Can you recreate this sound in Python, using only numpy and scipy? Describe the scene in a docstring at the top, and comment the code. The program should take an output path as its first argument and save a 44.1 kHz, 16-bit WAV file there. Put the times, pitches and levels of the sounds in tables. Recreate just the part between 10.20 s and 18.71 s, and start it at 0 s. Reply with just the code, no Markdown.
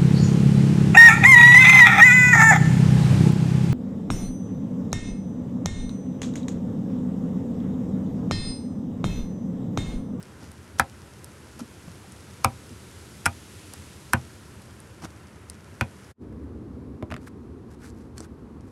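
"""Air pockets in glossy slime burst under a finger on a table: a tearing snap, a hollow ring and a thud.
Close to the microphone, bubbles tick as tiny noise bursts, folds squelch in crackle, pockets gulp one note.
After a short silence, in another room, a plastic tub rumbles, is set down and let go with struck modes,
and fingers press foamy slime that fizzes as dense crackle and smacks as they lift.
Coloured rumble and hiss lie behind each place."""
import sys
import numpy as np
from scipy import signal
from scipy.fft import rfft, irfft, next_fast_len
from scipy.io import wavfile
from scipy.ndimage import map_coordinates

SR = 44100
rng = np.random.default_rng(int(sys.argv[2]) if len(sys.argv) > 2 else 0)


def store_pcm(level_fs):
    """Save levels as 16-bit WAV."""
    pcm = np.round(np.clip(level_fs, -1, 1) * 32767).astype(np.int16)
    wavfile.write(sys.argv[1], SR, np.atleast_2d(pcm).T)


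N = 375291
T = np.arange(N) / SR  # time in the whole scene [s]
AGE = np.arange(SR // 3) / SR  # time since one short sound began [s]

# Noise colours are scaled to rms 1 and mode strengths vary at each blow, so their levels are relative.
# Rumble of the first and second room: (frequency [Hz], level per Hz [dB])
FIRST_ROOM_AIR = [(34, -24), (58, -10), (81, 3), (167, -7.5), (210, -5), (244, -11), (302, -9), (375, -11),
                  (407, -12), (442, -13.5), (750, -22), (1010, -19), (1130, -22), (1360, -19), (3000, -32),
                  (3900, -43.5), (6600, -120)]
SECOND_ROOM_AIR = [(21, -38), (35, -18), (70, -1), (185, -11), (230, -3), (329, -12), (409, -12.5),
                   (562, -23.5), (608, -31), (645, -25.5), (1100, -25.5), (1710, -35.5), (4000, -49),
                   (5200, -82), (8800, -120)]
# Hiss colours of the first and second room: (frequency [Hz], level per Hz [dB])
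FIRST_ROOM_HISS = [(900, -34), (1800, -2), (2800, -1), (6000, -2.5), (10500, -4), (16000, -10.5)]
SECOND_ROOM_HISS = [(2000, -30), (4200, 0.5), (7000, -3.5), (16000, -7)]
# Course of the first room's hiss, before its gain: (time [s], level [dB])
FIRST_HISS_COURSE = [(0.0, -61), (3.51, -53), (5.29, -63.5), (5.75, -60)]
# Decay of the small room's answer: (frequency [Hz], t60 [s])
ROOM_DECAY = [(100, 0.19), (700, 0.15), (1400, 0.065), (2500, 0.092), (9000, .055)]

# Plastic tub knocks and crinkles: (time [s], click level [dB], knock level [dB], thud level [dB])
TUB_BLOWS = [(6.8254, -35, -27, -28.5), (6.904, -34, -45.5, -35), (6.9125, -33, -48, -51),
             (6.9154, -27, -42, -32), (6.9219, -24, -36.5, -32), (6.941, -25.5, -53, -34),
             (6.9645, -29.5, -42, -43), (6.9793, -49, -65.5, -64)]
# Modes of the tub's thin wall: (frequency [Hz], level [dB], t60 [s])
TUB_MODES = [(308, -5, 0.048), (442, -1, 0.036), (610, 2, 0.05), (760, -3, .025), (996, -10, 0.054)]
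# Colour of the tub's click: (frequency [Hz], level per Hz [dB])
CLICK_COLOUR = [(300, -7), (750, 9), (1500, 10), (3200, -2.5), (5500, -12), (9000, -15), (16000, -19)]
# Colour of the tub's rumble: (frequency [Hz], level per Hz [dB])
RUMBLE_COLOUR = [(25, -57), (70, 13.5), (130, 6), (175, 0.5), (260, 8.5), (450, -2), (620, -15.5),
                 (1500, -70)]
# Fingertips slipping on the tub: (time of the top [s], bell width [s], level [dB])
RUBS = [(6.128, 0.0034, -58), (6.22, 0.059, -67.5), (7.076, 0.0053, -43), (7.634, 0.015, -55),
        (8.056, .006, -54)]
# Colour of the slipping: (frequency [Hz], level per Hz [dB])
RUB_COLOUR = [(700, -14), (1250, 5), (1700, 4), (2150, -5), (3000, -20), (12000, -17)]

# Fingers pressing into the foam: (time of the top [s], bell width [s], level [dB])
PRESSES = [(7.042, 0.025, -60), (7.077, .006, -51), (7.526, 0.019, -58), (7.644, 0.027, -52),
           (7.687, 0.013, -59), (7.805, 0.048, -63), (7.987, 0.019, -54.5), (8.041, 0.012, -52.5),
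           (8.49, .05, -66.5)]
# Colour of the breaking foam cells: (frequency [Hz], level per Hz [dB])
CELL_COLOUR = [(300, -10), (1600, 7), (3000, -5), (5500, -1.5), (9000, -4.5), (16000, -8.5)]
# Sticky fingertips pulling free of the foam: (time [s], level [dB])
SMACKS = [(7.7015, -40), (7.9803, -30), (7.995, -45), (8.0046, -27), (8.035, -43), (8.408, -47.5)]
# Colour of a smack: (frequency [Hz], level per Hz [dB])
SMACK_COLOUR = [(500, 8.5), (1500, 1.5), (2800, -14), (4300, 1), (6500, 2), (9000, -6), (16000, -27)]

# Small air pockets gulping under the finger: (time [s], frequency [Hz], level [dB])
BLIPS = [(1.394, 1345, -35.5), (1.414, 232, -22.5), (1.676, 170, -29.5), (1.841, 790, -42)]
# Soft squelches: (time of the top [s], bell width [s], thud level [dB], wet level [dB], fizz level [dB])
SQUELCHES = [(0.237, 0.029, -47, -54, -54.5), (0.588, 0.0025, -51, -44, -35.5),
             (1.401, 0.0064, -45, -43.5, -46.5), (1.421, 0.0089, -35.5, -56, -63),
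             (1.681, 0.0032, -41, -44.5, -55), (2.521, 0.0092, -39, -65, -64),
             (3.54, 0.0038, -52, -44, -50), (4.824, 0.0036, -55, -44.5, -51),
             (4.847, 0.0097, -35, -41.5, -45), (5.165, 0.0023, -60, -50, -74)]
# Colours of the dull push, the wet folds and the fine fizz: (frequency [Hz], level per Hz [dB])
THUD_COLOUR = [(30, -30.5), (80, -3), (250, 3.5), (380, -10), (600, -26.5), (2000, -57.5)]
WET_COLOUR = [(200, -23), (550, 1.5), (950, -1.5), (1450, -6), (2500, -16.5), (6000, -28)]
FIZZ_COLOUR = [(500, -26), (2500, -1.5), (3800, -3.5), (5700, 3.5), (8000, -4.5), (16000, -11)]
# Tiny surface bubbles: (time [s], level [dB])
TICKS = [(.0278, -34.5), (0.317, -39), (1.044, -29.5), (1.3927, -35), (1.9214, -36), (3.5366, -28),
         (4.4197, -40), (4.6023, -36.5), (5.299, -25)]
# Colour of a tick: (frequency [Hz], level per Hz [dB])
TICK_COLOUR = [(500, -12), (3000, -14), (5300, 3.5), (7000, -5), (8700, 9.5), (11500, 1), (16000, -6)]

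# Bursting air pockets: (time [s], snap level [dB], tear t60 [s], cavity frequency [Hz], cavity level [dB],
# cavity t60 [s], splat frequency [Hz], splat level [dB], knock level [dB], thud level [dB])
POPS = [(0.597, -6.5, 0.0037, 1460, 2.5, 0.0096, 1690, -12.5, -12.5, -26),
        (2.2457, -3.5, 0.0032, 1297, -5.5, 0.031, 2330, -15, -9.5, -18.5),
        (3.0571, -13, 0.012, 1550, 2, 0.0069, 2390, -19.5, -38.5, -23.5),
        (3.0615, -18, 0.022, 1424, -6.5, 0.041, 2140, -15, -18.5, -25.5),
        (3.9336, -9.5, 0.0073, 1510, -2, 0.021, 2400, -16.5, -14, -13),
        (5.6100, -23, 0.01, 1490, -15, 0.032, 2530, -17, -17.5, -19)]
# Colour of the tearing film: (frequency [Hz], level per Hz [dB])
SNAP_COLOUR = [(300, -25.5), (1500, -5), (2800, -11), (3900, -18.5), (5300, 3), (6800, -6.5), (8400, 1),
               (11500, -4.5), (16000, -6)]
# Modes of an opened cavity: (multiple of its frequency, level [dB], share of its t60)
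CAVITY_MODES = [(1, 2, 0.63), (1.14, -11, 0.704), (.87, -8.5, 0.88)]
# The slime's skin knocking on the table top: (frequency [Hz], level [dB], t60 [s])
KNOCK_MODES = [(534.5, -14.5, 0.084), (693, -6, 0.034), (795, -11.5, .07), (979, 2, 0.023),
               (1293, -13.5, 0.086)]
# The table under a blow: (frequency [Hz], level [dB], t60 [s])
TABLE_MODES = [(86.4, 0.5, .12), (125.4, -6, 0.17), (169, -0.5, 0.037), (237, 0, 0.077), (330, -8, 0.066)]

# The first room starts to fade at its end time; the second is fully faded in at its start time.
FIRST_ROOM_END_S, SECOND_ROOM_START_S = 5.915, 6.02
FADE_OUT_DB_PER_S, FADE_IN_DB_PER_S = 1901.5, 540
GRIP_S, GRIP_RISE_S, LET_GO_S, LET_GO_FALL_S = 5.98, 0.06, 6.75, 0.17  # hands take the tub, then release it
CARRIED_DB, RESTING_DB = -39.5, -46  # tub rumble in the hands and on the table, before the wobble
WOBBLE_DB, WOBBLES_PER_S = 1.5, 14  # depth and rate of the rumble's random level wobble
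CELLS_PER_S = 9000  # average rate of foam cells breaking
GRAIN_SPREAD_DB, GRAINS_PER_S = 2.5, 220  # foam cells give way in uneven clumps
BLIP_T60_S, BLIP_ATTACK_S = 0.066, 0.0027
STRETCH_DB, STRETCH_PER_S = -66.5, 120  # faint crackle of the slime's skin as it is kneaded
TOP_HZ = 16300  # upper end of the dulled treble, above which almost nothing is heard


def amp(db):
    """Decibels to gain."""
    return 10 ** (np.asarray(db) / 20)


def unit(x):
    """Scale to rms 1."""
    return x / np.sqrt(np.mean(x ** 2) + 1e-20)


def along(points, hz):
    """Values between (frequency [Hz], value) points on a log axis."""
    f, v = np.transpose(points)
    return np.interp(np.log(hz + 1), np.log(f), v)


def level(rows):
    """A (time [s], level [dB]) curve as a gain per sample."""
    return amp(np.interp(T, *np.transpose(rows)))


def add(track, s, x):
    """Mix x into the track from time s."""
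    part = track[max(round(s * SR), 0):][:len(x)]
    part += x[:len(part)]


def swell(s, width):
    """A bell-shaped stroke around time s, cut off at four widths."""
    out = np.zeros(N)
    near = abs(T - s) < 4 * width
    out[near] = np.exp(-0.5 * ((T[near] - s) / width) ** 2)
    return out


def ramp(s, length):
    """A straight rise from 0 to 1 that starts at time s."""
    return np.clip((T - s) / length, 0, 1)


def wobble(rate):
    """A smooth random curve, rate knots a second."""
    knots = rng.standard_normal(int(N * rate / SR) + 4)
    return map_coordinates(knots, [T * rate])


def filtered(x, gain):
    """x times a gain that depends on frequency."""
    m = next_fast_len(len(x) + 8192)
    return irfft(rfft(x, m) * gain(np.fft.rfftfreq(m, 1 / SR)), m)[:len(x)]


def coloured(x, spectrum):
    """x with a given colour, at rms 1."""
    return unit(filtered(x, lambda hz: amp(along(spectrum, hz))))


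def steady_noise(spectrum):
    """Coloured noise through the whole scene, at rms 1."""
    return coloured(rng.standard_normal(N), spectrum)


def crackle(spectrum, per_second):
    """Tiny clicks of uneven size at random times, coloured, at rms 1."""
    sizes = rng.laplace(size=N)
    breaks = rng.random(N) < per_second / SR
    return coloured(sizes * breaks, spectrum)


def burst(spectrum, t60, rise=0.00027):
    """A short tearing noise whose energy is set by its length."""
    fade = amp(-60 * AGE / t60)
    noise = coloured(rng.standard_normal(len(AGE)), spectrum)
    shaped = noise * fade * (1 - np.exp(-AGE / rise))
    return unit(shaped) * np.sqrt(np.mean(fade ** 2))


def ring(modes, attack):
    """Damped modes, struck at slightly new strengths and random phases each time."""
    hz, db, t60 = np.transpose(modes)[:, :, None]
    db = db + rng.standard_normal(hz.shape)
    phase = 2 * np.pi * (hz * AGE + rng.random(hz.shape))
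    modes_sum = np.sum(amp(db - 60 * AGE / t60) * np.sin(phase), 0)
    return modes_sum * (1 - np.exp(-AGE / attack))


def room(x, wet_db, delay):
    """One sound with the small room's answer: delayed noise dying per frequency, new at each call."""
    hz, t, z = signal.stft(rng.standard_normal(len(AGE)), SR, nperseg=256)
    decay = amp(-60 * t / along(ROOM_DECAY, hz)[:, None])
    tail = signal.istft(z * decay, SR, nperseg=256)[1]
    tail = np.pad(tail / np.linalg.norm(tail), (round(delay * SR), 0))
    return x + amp(wet_db) * signal.fftconvolve(x, tail)[:len(x)]


def background():
    """Room rumble and hiss as coloured noise; the first room fades out and the second fades in."""
    first_hiss = amp(2) * level(FIRST_HISS_COURSE) * steady_noise(FIRST_ROOM_HISS)
    first = amp(-46.0) * steady_noise(FIRST_ROOM_AIR) + first_hiss
    second = amp(-43.5) * steady_noise(SECOND_ROOM_AIR) + amp(-71.5) * steady_noise(SECOND_ROOM_HISS)
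    fade_out = amp(-FADE_OUT_DB_PER_S * np.maximum(T - FIRST_ROOM_END_S, 0))
    fade_in = amp(-FADE_IN_DB_PER_S * np.maximum(SECOND_ROOM_START_S - T, 0))
    return first * fade_out + second * fade_in


def tub():
    """The thin plastic rumbles in the hands, knocks on the table and crinkles; fingertips slip on it."""
    rumble_db = CARRIED_DB + (RESTING_DB - CARRIED_DB) * ramp(LET_GO_S, LET_GO_FALL_S)
    rumble_db = rumble_db + WOBBLE_DB * wobble(WOBBLES_PER_S)
    out = ramp(GRIP_S, GRIP_RISE_S) * amp(rumble_db) * steady_noise(RUMBLE_COLOUR)
    for s, click_db, knock_db, thud_db in TUB_BLOWS:
        click = amp(click_db) * burst(CLICK_COLOUR, t60=0.0079)
        knock = amp(knock_db) * ring(TUB_MODES, attack=0.00034)
        thud = amp(thud_db) * ring(TABLE_MODES, attack=0.0023)
        add(out, s, room(click + knock, wet_db=-12, delay=0.003) + thud)
    slipping = sum(amp(db) * swell(s, width) for s, width, db in RUBS)
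    return out + crackle(RUB_COLOUR, per_second=6000) * slipping


def foam():
    """Each press swells and fades as a fine fizz, and sticky fingertips smack as they lift."""
    pressure = sum(amp(db) * swell(s, width) for s, width, db in PRESSES)
    clumps = unit(amp(GRAIN_SPREAD_DB * wobble(GRAINS_PER_S)))
    out = pressure * clumps * crackle(CELL_COLOUR, CELLS_PER_S)
    for s, db in SMACKS:
        smack = burst(SMACK_COLOUR, t60=0.0077)
        add(out, s, amp(db) * room(smack, wet_db=-10, delay=0.0026))
    return out


def blips():
    """A small pocket closes with one soft, short damped note."""
    out = np.zeros(N)
    for s, hz, db in BLIPS:
        add(out, s, ring([(hz, db, BLIP_T60_S)], attack=BLIP_ATTACK_S))
    return out


def squelches():
    """The finger sinks in: a dull push, with air squeezed through wet folds."""
    push = steady_noise(THUD_COLOUR)
    wet = crackle(WET_COLOUR, per_second=2500)
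    fizz = crackle(FIZZ_COLOUR, per_second=4000)
    out = np.zeros(N)
    for s, width, thud_db, wet_db, fizz_db in SQUELCHES:
        out += swell(s, width) * (amp(thud_db) * push + amp(wet_db) * wet + amp(fizz_db) * fizz)
    return out


def ticks():
    """Tiny bubbles in the skin snap with no body; fainter ones crackle all through the kneading."""
    stretch = crackle(FIZZ_COLOUR, STRETCH_PER_S)
    out = amp(STRETCH_DB) * stretch * (T < FIRST_ROOM_END_S)
    for s, db in TICKS:
        tick = burst(TICK_COLOUR, t60=0.0062)
        add(out, s, amp(db) * room(tick, wet_db=-18, delay=0.0023))
    return out


def pops():
    """The film tears, its wet rim splats, the opened cavity rings, and the collapsing slime thumps the table."""
    # wet rim: (multiple of the splat frequency, level per Hz [dB])
    rim = [(0.12, -16.5), (0.33, -10.5), (0.75, -11), (1, -1), (1.2, -5), (1.6, -18.5), (4, -30)]
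    out = np.zeros(N)
    for s, snap_db, tear, hz, cavity_db, t60, splat_hz, splat_db, knock_db, thud_db in POPS:
        snap = amp(snap_db) * burst(SNAP_COLOUR, tear, rise=0.00052)
        rim_colour = [(splat_hz * k, db) for k, db in rim]
        splat = amp(splat_db) * burst(rim_colour, t60=0.017, rise=0.00054)
        modes = [(hz * k, db, t60 * share) for k, db, share in CAVITY_MODES]
        cavity = amp(cavity_db) * ring(modes, attack=0.0009)
        knock = amp(knock_db) * ring(KNOCK_MODES, attack=0.00071)
        thud = room(ring(TABLE_MODES, attack=0.0046), wet_db=-13.5, delay=0.008)
        # the film starts to give
        out += amp(snap_db - 28) * swell(s - 0.0005, 0.0027) * crackle(FIZZ_COLOUR, per_second=7100)
        add(out, s, room(snap, wet_db=-25.5, delay=0.0086))
        add(out, s, room(splat + cavity + knock, wet_db=-8.5, delay=0.002995))
        add(out, s + 0.0062, amp(-15) * (splat + cavity))  # a near surface throws the pop back
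        add(out, s + 0.004, amp(thud_db) * thud)
    return out


def scene():
    """Both slimes, close to the microphone, over their rooms."""
    far = background() + tub() + foam()
    near = blips() + squelches() + ticks() + pops()
    return (far + near)[None]


def record(dry):
    """The deepest bass rolls off, the treble is dull from 12 kHz, and almost nothing passes the band limit."""
    # treble cut: (frequency [Hz], level [dB])
    shelf = [(12000, 0), (12400, -15), (TOP_HZ - 500, -16), (TOP_HZ, -28), (TOP_HZ + 600, -90)]
    bass_cut = signal.butter(2, 40, "highpass", fs=SR, output="sos")
    x = signal.sosfilt(bass_cut, dry[0])
    return filtered(x, lambda hz: amp(along(shelf, hz)))[None]


dry = scene()
out = record(dry)
store_pcm(out)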